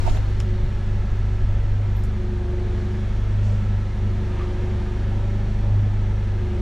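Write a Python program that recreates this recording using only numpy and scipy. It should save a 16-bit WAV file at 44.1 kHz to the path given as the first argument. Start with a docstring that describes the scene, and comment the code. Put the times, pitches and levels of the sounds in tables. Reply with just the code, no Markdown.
"""Forklift idling in a boat shed

The exhaust is harmonics of a firing rate that a governor hunts up and down; pump tones ring body panels,
covers buzz near certain speeds, fan and intake are shaped noise, and a thin 4.3 kHz tone fades early.
A hand settles the small camera: low rumble, a squeaking and scraping finger, ticks that ring the case.
Soft noise bursts are clothes and hands. Below 11 kHz the stereo narrows to almost mono, bass first."""
import sys
import numpy as np
from scipy import signal
from scipy.fft import rfft, irfft, next_fast_len
from scipy.io import wavfile
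from scipy.ndimage import uniform_filter1d, map_coordinates

SR = 44100
rng = np.random.default_rng(int(sys.argv[2]) if len(sys.argv) > 2 else 0)


def transcribe(u):
    """Save the signal u as a 16-bit wav file named by the first command-line argument.

    u: samples, shape (n,) or (channels, n), limited to [-1, 1]; the rate is SR.
    q: integer samples, one column per channel.
    """
    v = np.clip(np.atleast_2d(u).T, -1, 1)
    q = np.round(v * 32767).astype(np.int16)
    wavfile.write(sys.argv[1], SR, q)


N = 291755
T = np.arange(N) / SR  # s
NARROW_HZ = 11000  # the stereo narrows only up to here

# Resonances of the camera case: (centre [Hz], width [Hz], level [dB])
CASE_MODES = [(1320, 370, 5), (2600, 480, 0.5), (3040, 380, -0.5), (3830, 680, -5), (5220, 800, -3.5),
              (7260, 560, -5), (8500, 700, -10), (10400, 660, -13), (11700, 780, -11.5), (13300, 900, -18),
              (14900, 1200, -30)]


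def amp(db):
    """Linear gain of a level in dB."""
    return 10 ** (np.asarray(db) / 20)


def unit(x):
    """Scale to an RMS of 1."""
    return x / np.sqrt(np.mean(x ** 2) + 1e-20)


def curves(rows):
    """One value per sample for each column after the time."""
    s, *cols = np.transpose(rows)
    return [np.interp(T, s, c) for c in cols]


def wobble(rate):
    """A smooth random curve through normally distributed knots, rate knots a second."""
    coarse = T[::16]
    knots = rng.standard_normal(int(N * rate / SR) + 4)
    return np.interp(T, coarse, map_coordinates(knots, [coarse * rate]))


def filtered(x, response):
    """Multiply the spectrum of x by a complex response of frequency; the padding holds the tail."""
    length = x.shape[-1]
    m = next_fast_len(length + min(length, SR // 2))
    return irfft(rfft(x, m) * response(np.fft.rfftfreq(m, 1 / SR)), m)[..., :length]


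def colour(points):
    """Gain of (Hz, dB) points joined on a log axis."""
    f, db = np.transpose(points)
    return lambda hz: amp(np.interp(np.log(hz + 1), np.log(f + 1), db))


def modes(table):
    """Causal resonances of (Hz, width Hz, dB); neighbours alternate in sign."""
    def response(f):
        total = 0
        for k, (centre, width, db) in enumerate(table):
            damping = 1j * f * width
            total = total + (-1) ** k * amp(db) * damping / (centre * centre - f * f + damping)
        return total
    return response


def band(hz, spread):
    """A bell-shaped band on a log axis."""
    return lambda f: np.exp(-.5 * (np.log((f + 1) / hz) / spread) ** 2)


def noise(response, channels=2):
    """Filtered white noise with an RMS of 1, independent in each channel."""
    return unit(filtered(rng.standard_normal((channels, N)), response))


def puff(length, db, hz, spread):
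    """Noise in a band around hz."""
    return amp(db) * unit(filtered(rng.standard_normal(length), band(hz, spread)))


def patchy(x, depth_db, size, bins, frames):
    """Random gain patches, bins tall and frames long."""
    z = signal.stft(x, nperseg=size)[2]
    field = rng.standard_normal(z.shape[1:])
    field = uniform_filter1d(field, size=bins, axis=0)
    field = uniform_filter1d(field, size=frames, axis=1)
    return signal.istft(z * amp(depth_db * unit(field)), nperseg=size)[1][:, :N]


def speed():
    """Firings per second: the governor's hunting with a small tremor."""
    # The governor's hunting: (time [s], firing rate [firings/s])
    hunting = [(0, 24.6), (.3, 25.15), (.55, 24.62), (.9, 24.92), (1.1, 24.88), (1.45, 24.9), (1.8, 25.22),
               (2.05, 24.82), (2.35, 24.2), (2.55, 24.38), (2.75, 24.28), (3.05, 24.82), (3.25, 25.1),
               (3.43, 25.5), (3.9, 24.78), (4.1, 24.76), (4.4, 24.24), (4.65, 24.62), (4.83, 24.32),
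               (5.15, 24.92), (5.48, 25.72), (5.8, 25.35), (6.08, 25.28), (6.38, 24.62), (6.52, 24.05),
               (6.62, 24.0)]
    return curves(hunting)[0] + .02 * wobble(5)


def exhaust(rate, cycles, uneven_db=1.27, surge_db=.5, skew=0.86, spread=0.083):
    """Harmonics of a skewed firing pulse, shaken by uneven firings; phase growing as k squared spreads it."""
    # Harmonics through pipe and shed resonances:
    # (multiple of the firing rate, level [dB], level gained per added firing a second [dB])
    harmonics = [(1, -28.5, 2.5), (2, -27, 2), (3, -34.5, -10), (5, -42, 0), (6, -47, 5), (7, -68.5, 1)]
    # Fourth multiple booming in the shed: (time [s], level [dB])
    boom = [(0.0, -23.5), (0.02, -28), (0.37, -23.5), (0.75, -30.5), (0.96, -24), (1.08, -30), (1.14, -25),
            (1.9, -22.5), (2.3, -29), (3.59, -22), (3.91, -25), (3.96, -29), (4.04, -23.5), (4.31, -29.5),
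            (4.77, -25), (4.81, -29), (5.36, -23), (5.44, -25.5), (5.8, -20.5), (6.62, -27)]
    idle = 24.8  # mean firings/s
    excess = 0.77 * np.tanh((rate - idle) / 0.7)  # resonance flanks flatten near their tops
    shared = wobble(18)
    out = 0
    for k, db, slope_db in [*harmonics, (4, curves(boom)[0], 0)]:
        polarity = 1 if k <= 3 else -1  # the next shed mode swings the other way
        firing_phase = 2 * np.pi * cycles + 0.025 * shared
        phase = k * firing_phase + skew + spread * k * k + 0.1 * wobble(17)
        level_db = db + slope_db * excess + uneven_db * wobble(8) + surge_db * wobble(3.47)
        out = out + polarity * amp(level_db) * np.cos(phase)
    return np.sqrt(2) * out


def pump(cycles):
    """Shaft tones pulsed by each firing ring panel modes, so hunting moves them across the resonances."""
    # Tones driving the panels, the engine's own eighth among them:
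    # (multiple of the firing rate, level before the panels [dB])
    shaft = [(7.42, -50), (8, -36), (8.47, -38), (14.85, -37), (18.05, -55), (22.5, -47)]
    # Body panel resonances: (centre [Hz], width [Hz], level [dB])
    panel_modes = [(206.2, 6.5, 1), (361.1, 7, -1.5), (376.3, 7, -12), (450, 30, -4), (577, 14.7, -2.5)]
    # Panel loudness: (time [s], lowest panel's gain [dB], gain of the others [dB])
    loudness = [(0, -15, -1), (.5, 4, 5), (1.5, -1.5, 2), (2.3, 4, 4.5), (3.05, 5.5, 5), (3.3, 1, 2),
                (3.9, 3.5, 3), (4.3, 5, 5.5), (5.0, 4, 3.5), (5.4, 2, 5.5), (6.2, 2.5, 0.5), (6.62, 4, 6)]
    tones = 0
    for k, db in shaft:
        phase = 2 * np.pi * k * cycles + 0.27 * wobble(25)
        tones = tones + amp(db + 2.26 * wobble(6)) * np.sin(phase)
    firing = np.cos(2 * np.pi * cycles)
    pulsed = tones * (1 + 0.51 * firing)
    # Split at 280 Hz: the lowest panel has its own loudness
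    panels = filtered(pulsed, lambda hz: modes(panel_modes)(hz) * np.array([hz < 280, hz >= 280]))
    ringing = (amp(curves(loudness)) * panels).sum(axis=0)
    return ringing * (1 + 0.21 * firing)  # the rocking engine also damps the panels once a firing


def covers(rate):
    """Narrow buzzes, each swelling when the hunting speed comes near its own."""
    # Buzzing covers: (centre [Hz], width [Hz], level at best speed [dB], best speed [firings/s])
    buzzes = [(1216, 40, -60, 24.3), (1322, 50, -57, 25.1), (1616, 67, -59.5, 24.3), (1685, 50, -60, 24.8),
              (1758, 46, -61, 25.4)]
    reach = 0.43  # firings/s, standard deviation of the bell around the best speed
    out = 0
    for hz, width_hz, db, best in buzzes:
        near = np.exp(-.5 * ((rate - best) / reach) ** 2)
        buzz = noise(lambda f: modes([(hz, width_hz, 0)])(f) ** 2, channels=1)[0]
        out = out + amp(db + 1.3 * wobble(4)) * near * buzz
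    return out


def roar(db=-37, patchy_db=0.19, fine_patchy_db=1.26):
    """Slightly uneven fan and intake noise, lifted in bands by the engine bay; two unrelated copies."""
    # Fan and intake spectrum: (frequency [Hz], relative level per Hz [dB])
    spectrum = [(8, -13.5), (35, -11), (65, -4), (88, -4), (115, -6), (153, -10.5), (209, -8.5), (274, -16),
                (500, -19), (940, -22.5), (1060, -26.5), (1730, -26.5), (4300, -36.5), (4650, -40.5),
                (7000, -45), (8700, -53), (11600, -62), (13500, -71.5), (15600, -100.5)]
    # Bands the engine bay lifts: (centre [Hz], width [Hz], lift [dB])
    bay_lifts = [(359.6, 91, 6.5), (453, 34, 1), (546, 21, 1.5), (753, 66, 2), (869, 23, 2.5), (924, 30, 5),
                 (1275, 100, 2.5), (1715, 200, 1.5), (2085, 150, 2), (3420, 180, 2), (5730, 490, 3.5),
                 (10780, 1000, 6)]
    # Drifting level: (time [s], gain below 1 kHz [dB], gain above [dB])
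    drift = [(0, 4, 2.5), (.6, 0, 1.5), (2.4, 0, 0), (2.8, 2, 2), (4, -.5, 1), (4.4, 3.5, 3), (6.1, 1, .5),
             (6.62, 2, 1.5)]

    def bay(hz):
        lift = sum(lift_db / (1 + (2 * (hz - c) / w) ** 2) for c, w, lift_db in bay_lifts)
        return colour(spectrum)(hz) * amp(lift)

    air = patchy(rng.standard_normal((2, N)), patchy_db, size=512, bins=6, frames=8)
    air = patchy(air, fine_patchy_db, size=4096, bins=3, frames=10)
    air = amp(db) * unit(filtered(air, bay))
    low = filtered(air, lambda hz: 1 / (1 + (hz / 1000) ** 4))
    low_db, high_db = curves(drift)
    return amp(low_db) * low + amp(high_db) * (air - low)


def whine():
    """A thin, nearly steady sine that fades, then drops faster after 1.7 s."""
    fade_db = 13.5 * T + 51 * np.maximum(T - 1.7, 0)
    level_db = -58.5 - fade_db + 2.5 * wobble(30)
    return amp(level_db) * np.sin(2 * np.pi * 4312 * T + .9 * wobble(37))


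def swell(s, hold, db, rise, fall):
    """Gain that rises to db at s, holds, and falls; rise and fall are seconds for 20 dB."""
    before = np.maximum(s - T, 0)
    after = np.maximum(T - s - hold, 0)
    return amp(db - 20 * before / rise - 20 * after / fall)


def grip():
    """The hand shakes the case: rumble, then a finger's squeak, groan and scrape; middle and side."""
    # The hand jolts the case: (time [s], peak rumble level [dB])
    jolts = [(0.061, -20.5), (.65, -27), (1.22, -29), (1.38, -36), (1.5, -25.5), (2.0, -24)]
    # The finger slips on the case: (time [s], hold [s], squeak level [dB], groan level [dB])
    strokes = [(0.063, .008, -45, -60), (0.072, 0.01, -34.5, -45), (0.077, .005, -60, -29.5),
               (0.094, 0.053, -58, -45), (0.17, .004, -64, -37)]
    # Finger on the case: (frequency [Hz], relative level per Hz [dB])
    scrape_spectrum = [(1000, -0.5), (3000, -1), (5000, -2), (7500, -6.5), (9500, -14.5), (12500, -17),
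                       (14000, -28), (15700, -33)]
    jolt_rise, jolt_fall = 0.077, 0.19  # s for 20 dB
    stroke_rise, stroke_fall = 0.016, 0.017  # s for 20 dB
    lift_s, sing_s = .172, .068  # the finger lifts; its singing starts

    rumble = noise(colour([(2, -28.5), (8, 3.5), (20, 9.0), (45, 0.0), (90, -8.5), (200, -39), (400, -86)]))
    # A steady hold sways by about 1 dB and lets go at 1.98 s, falling 151 dB a second
    hold = amp(-28.5 + wobble(12.44) - 151 * np.maximum(T - 1.98, 0))
    jolting = sum(swell(s, 0, db, jolt_rise, jolt_fall) for s, db in jolts)
    shake = (hold + jolting) * rumble

    squeak_gain, groan_gain = 0, 0
    for s, held, squeak_db, groan_db in strokes:
        squeak_gain = squeak_gain + swell(s, held, squeak_db, stroke_rise, stroke_fall)
        groan_gain = groan_gain + swell(s, held, groan_db, stroke_rise, stroke_fall)
    squeak_tone = np.sqrt(2) * np.sin(2 * np.pi * 908 * T + 0.29 * wobble(198))
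    squeak = squeak_gain * amp(1.1 * wobble(168)) * squeak_tone
    groan = groan_gain * noise(lambda hz: modes([(700, 190, 0)])(hz) ** 2)

    drag = swell(0, lift_s, -52, 1, .03)  # steady until the finger lifts
    brush = swell(0, lift_s, -56.5, 1, 0.51)  # a lighter brush that fades slowly after the lift
    press = swell(.068, 0.035, -55.5, stroke_rise, stroke_fall)  # pressed harder once
    rubbing = noise(lambda hz: colour(scrape_spectrum)(hz) * (1 + 0.47 * abs(modes(CASE_MODES)(hz))))
    scrape = (drag + brush + press) * rubbing
    # The dragging finger sings near 7 kHz
    sing_gain = swell(sing_s, lift_s - sing_s, -57.5, stroke_rise, stroke_fall) * amp(2 * wobble(64))
    scrape = scrape + sing_gain * noise(lambda hz: modes([(6950, 300, 0)])(hz) ** 2)
    top = filtered(scrape[0] - .6 * scrape[1], lambda hz: hz > NARROW_HZ)
    scrape = scrape + np.array([[0], [1]]) * top  # its top leans to the left port

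    # The case flexes in opposite sense at the two ports
    opposed = squeak * amp([[0], [5]]) + groan * amp([[0], [2.5]])
    return shake * amp([[0], [-3]]) + opposed * np.array([[1], [-1]]) + scrape * amp([[0], [-1]])


def ticks():
    """Each row is a sharp contact with a short rattle, ringing the case; close rows together make one click."""
    # Contacts before the case rings: (time [s], rattle level [dB], centre [Hz], band spread [log Hz],
    # 60 dB decay time [s], left over right [dB])
    contacts = [(.074, -39, 2600, 0.15, 0.041, -4), (.084, -37, 2900, 0.27, .04, -6),
                (.096, -35, 3300, .35, 0.032, -1), (0.168, -37.5, 3480, 0.096, 0.013, -1),
                (.170, -46, 12700, .07, .02, 13.5), (.173, -36, 1900, 0.32, 0.016, -6),
                (.301, -45, 9600, .3, .013, 3.5), (.3995, -34, 6200, 0.33, .012, 3.5),
                (0.4022, -24, 4000, 1.1, 0.0086, 12), (.4032, -32, 2900, 0.2, 0.021, 3),
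                (.409, -39, 4500, .54, 0.068, 3), (.425, -48.5, 9000, .4, .06, 6.5),
                (1.966, -40, 13400, .14, 0.05, 14.5), (1.989, -43.5, 13000, 0.11, .04, 2.5),
                (2.037, -35, 8500, 0.41, 0.021, 10), (2.046, -44, 8500, .36, 0.059, 3)]
    lead = .001  # s from the start of each piece to the contact
    crack_db = 7  # contact peak over the rattle level
    rattle_rise = 0.00017  # s, time constant
    out = np.zeros((2, N + SR))  # middle and side
    t = T[:SR // 10] - lead
    after = np.maximum(t, 0)
    impulse = 1. * (np.arange(len(t)) == np.argmin(abs(t)))
    for s, db, hz, spread, t60, pan_db in contacts:
        crack = filtered(impulse, band(hz, spread))
        crack = amp(db + crack_db) * crack / crack.max()
        rattle = (1 - np.exp(-after / rattle_rise)) * puff(len(t), db - 60 * after / t60, hz, spread)
        left, right = (crack + rattle) * amp([[pan_db / 2], [-pan_db / 2]])
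        start = round((s - lead) * SR)
        out[:, start:start + len(t)] += np.array([(left + right) / 2, (left - right) / 2])
    return filtered(out[:, :N], modes(CASE_MODES))


def scuffs():
    """Clothes and hands brush softly: bands of noise with a rise and a slower fall."""
    # Brushes: (time [s], length scale [s], centre [Hz], level [dB], band spread [log Hz])
    brushes = [(.615, 0.13, 111, -29, 0.2), (1.97, 0.066, 12500, -66, 0.1), (2.04, .04, 9000, -65.5, .3),
               (3.408, 0.26, 5700, -57.5, 0.26), (3.458, 0.16, 560, -44.5, 0.21),
               (4.378, 0.11, 1490, -46.5, 0.55), (4.39, 0.07, 1190, -42, 0.078),
               (5.618, 0.18, 650, -44, 0.37)]
    out = np.zeros(N + 2 * SR)
    for s, length, hz, db, spread in brushes:
        u = T[:round(3 * length * SR)] / length
        envelope = 4 * u * np.exp(1 - 4 * u)  # peaks at a quarter of the length scale
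        start = round(s * SR)
        out[start:start + len(u)] += puff(len(u), db, hz, spread) * envelope
    return out[:N]


def scene():
    """Engine in the middle; fan, hand and ticks also reach the side."""
    rate = speed()
    cycles = np.cumsum(rate) / SR
    mid, side = roar() * amp([[0], [-4]]) + grip() + ticks()
    mid = mid + exhaust(rate, cycles) + pump(cycles) + covers(rate) + whine() + scuffs()
    return np.array([mid + side, mid - side])


def record(dry):
    """Add microphone hiss, narrow the stereo below 11 kHz, bass first, and limit the band."""
    # Each microphone's own hiss: (frequency [Hz], relative level per Hz [dB])
    hiss = [(9000, -60.5), (11000, -1), (12000, -1.5), (13600, -0.5), (14300, -12), (15700, -19)]
    split_hz, top_hz = 1550, 15720
    left, right = dry + amp(-80.5) * noise(colour(hiss))
    mid, side = (left + right) / 2, (left - right) / 2

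    def three_bands(hz):
        return np.array([hz < split_hz, (hz >= split_hz) & (hz <= NARROW_HZ), hz > NARROW_HZ])

    def share(fall_db):
        """Side gain that falls by fall_db in the first second, ever faster, down to a floor."""
        return amp(np.maximum(-1.5 - fall_db * T ** 1.4, -62.5))

    low, middle, high = filtered(side, three_bands)
    side = share(58) * low + share(23.5) * middle + high
    return filtered(np.array([mid + side, mid - side]), lambda hz: hz < top_hz)


dry = scene()
out = record(dry)
transcribe(out)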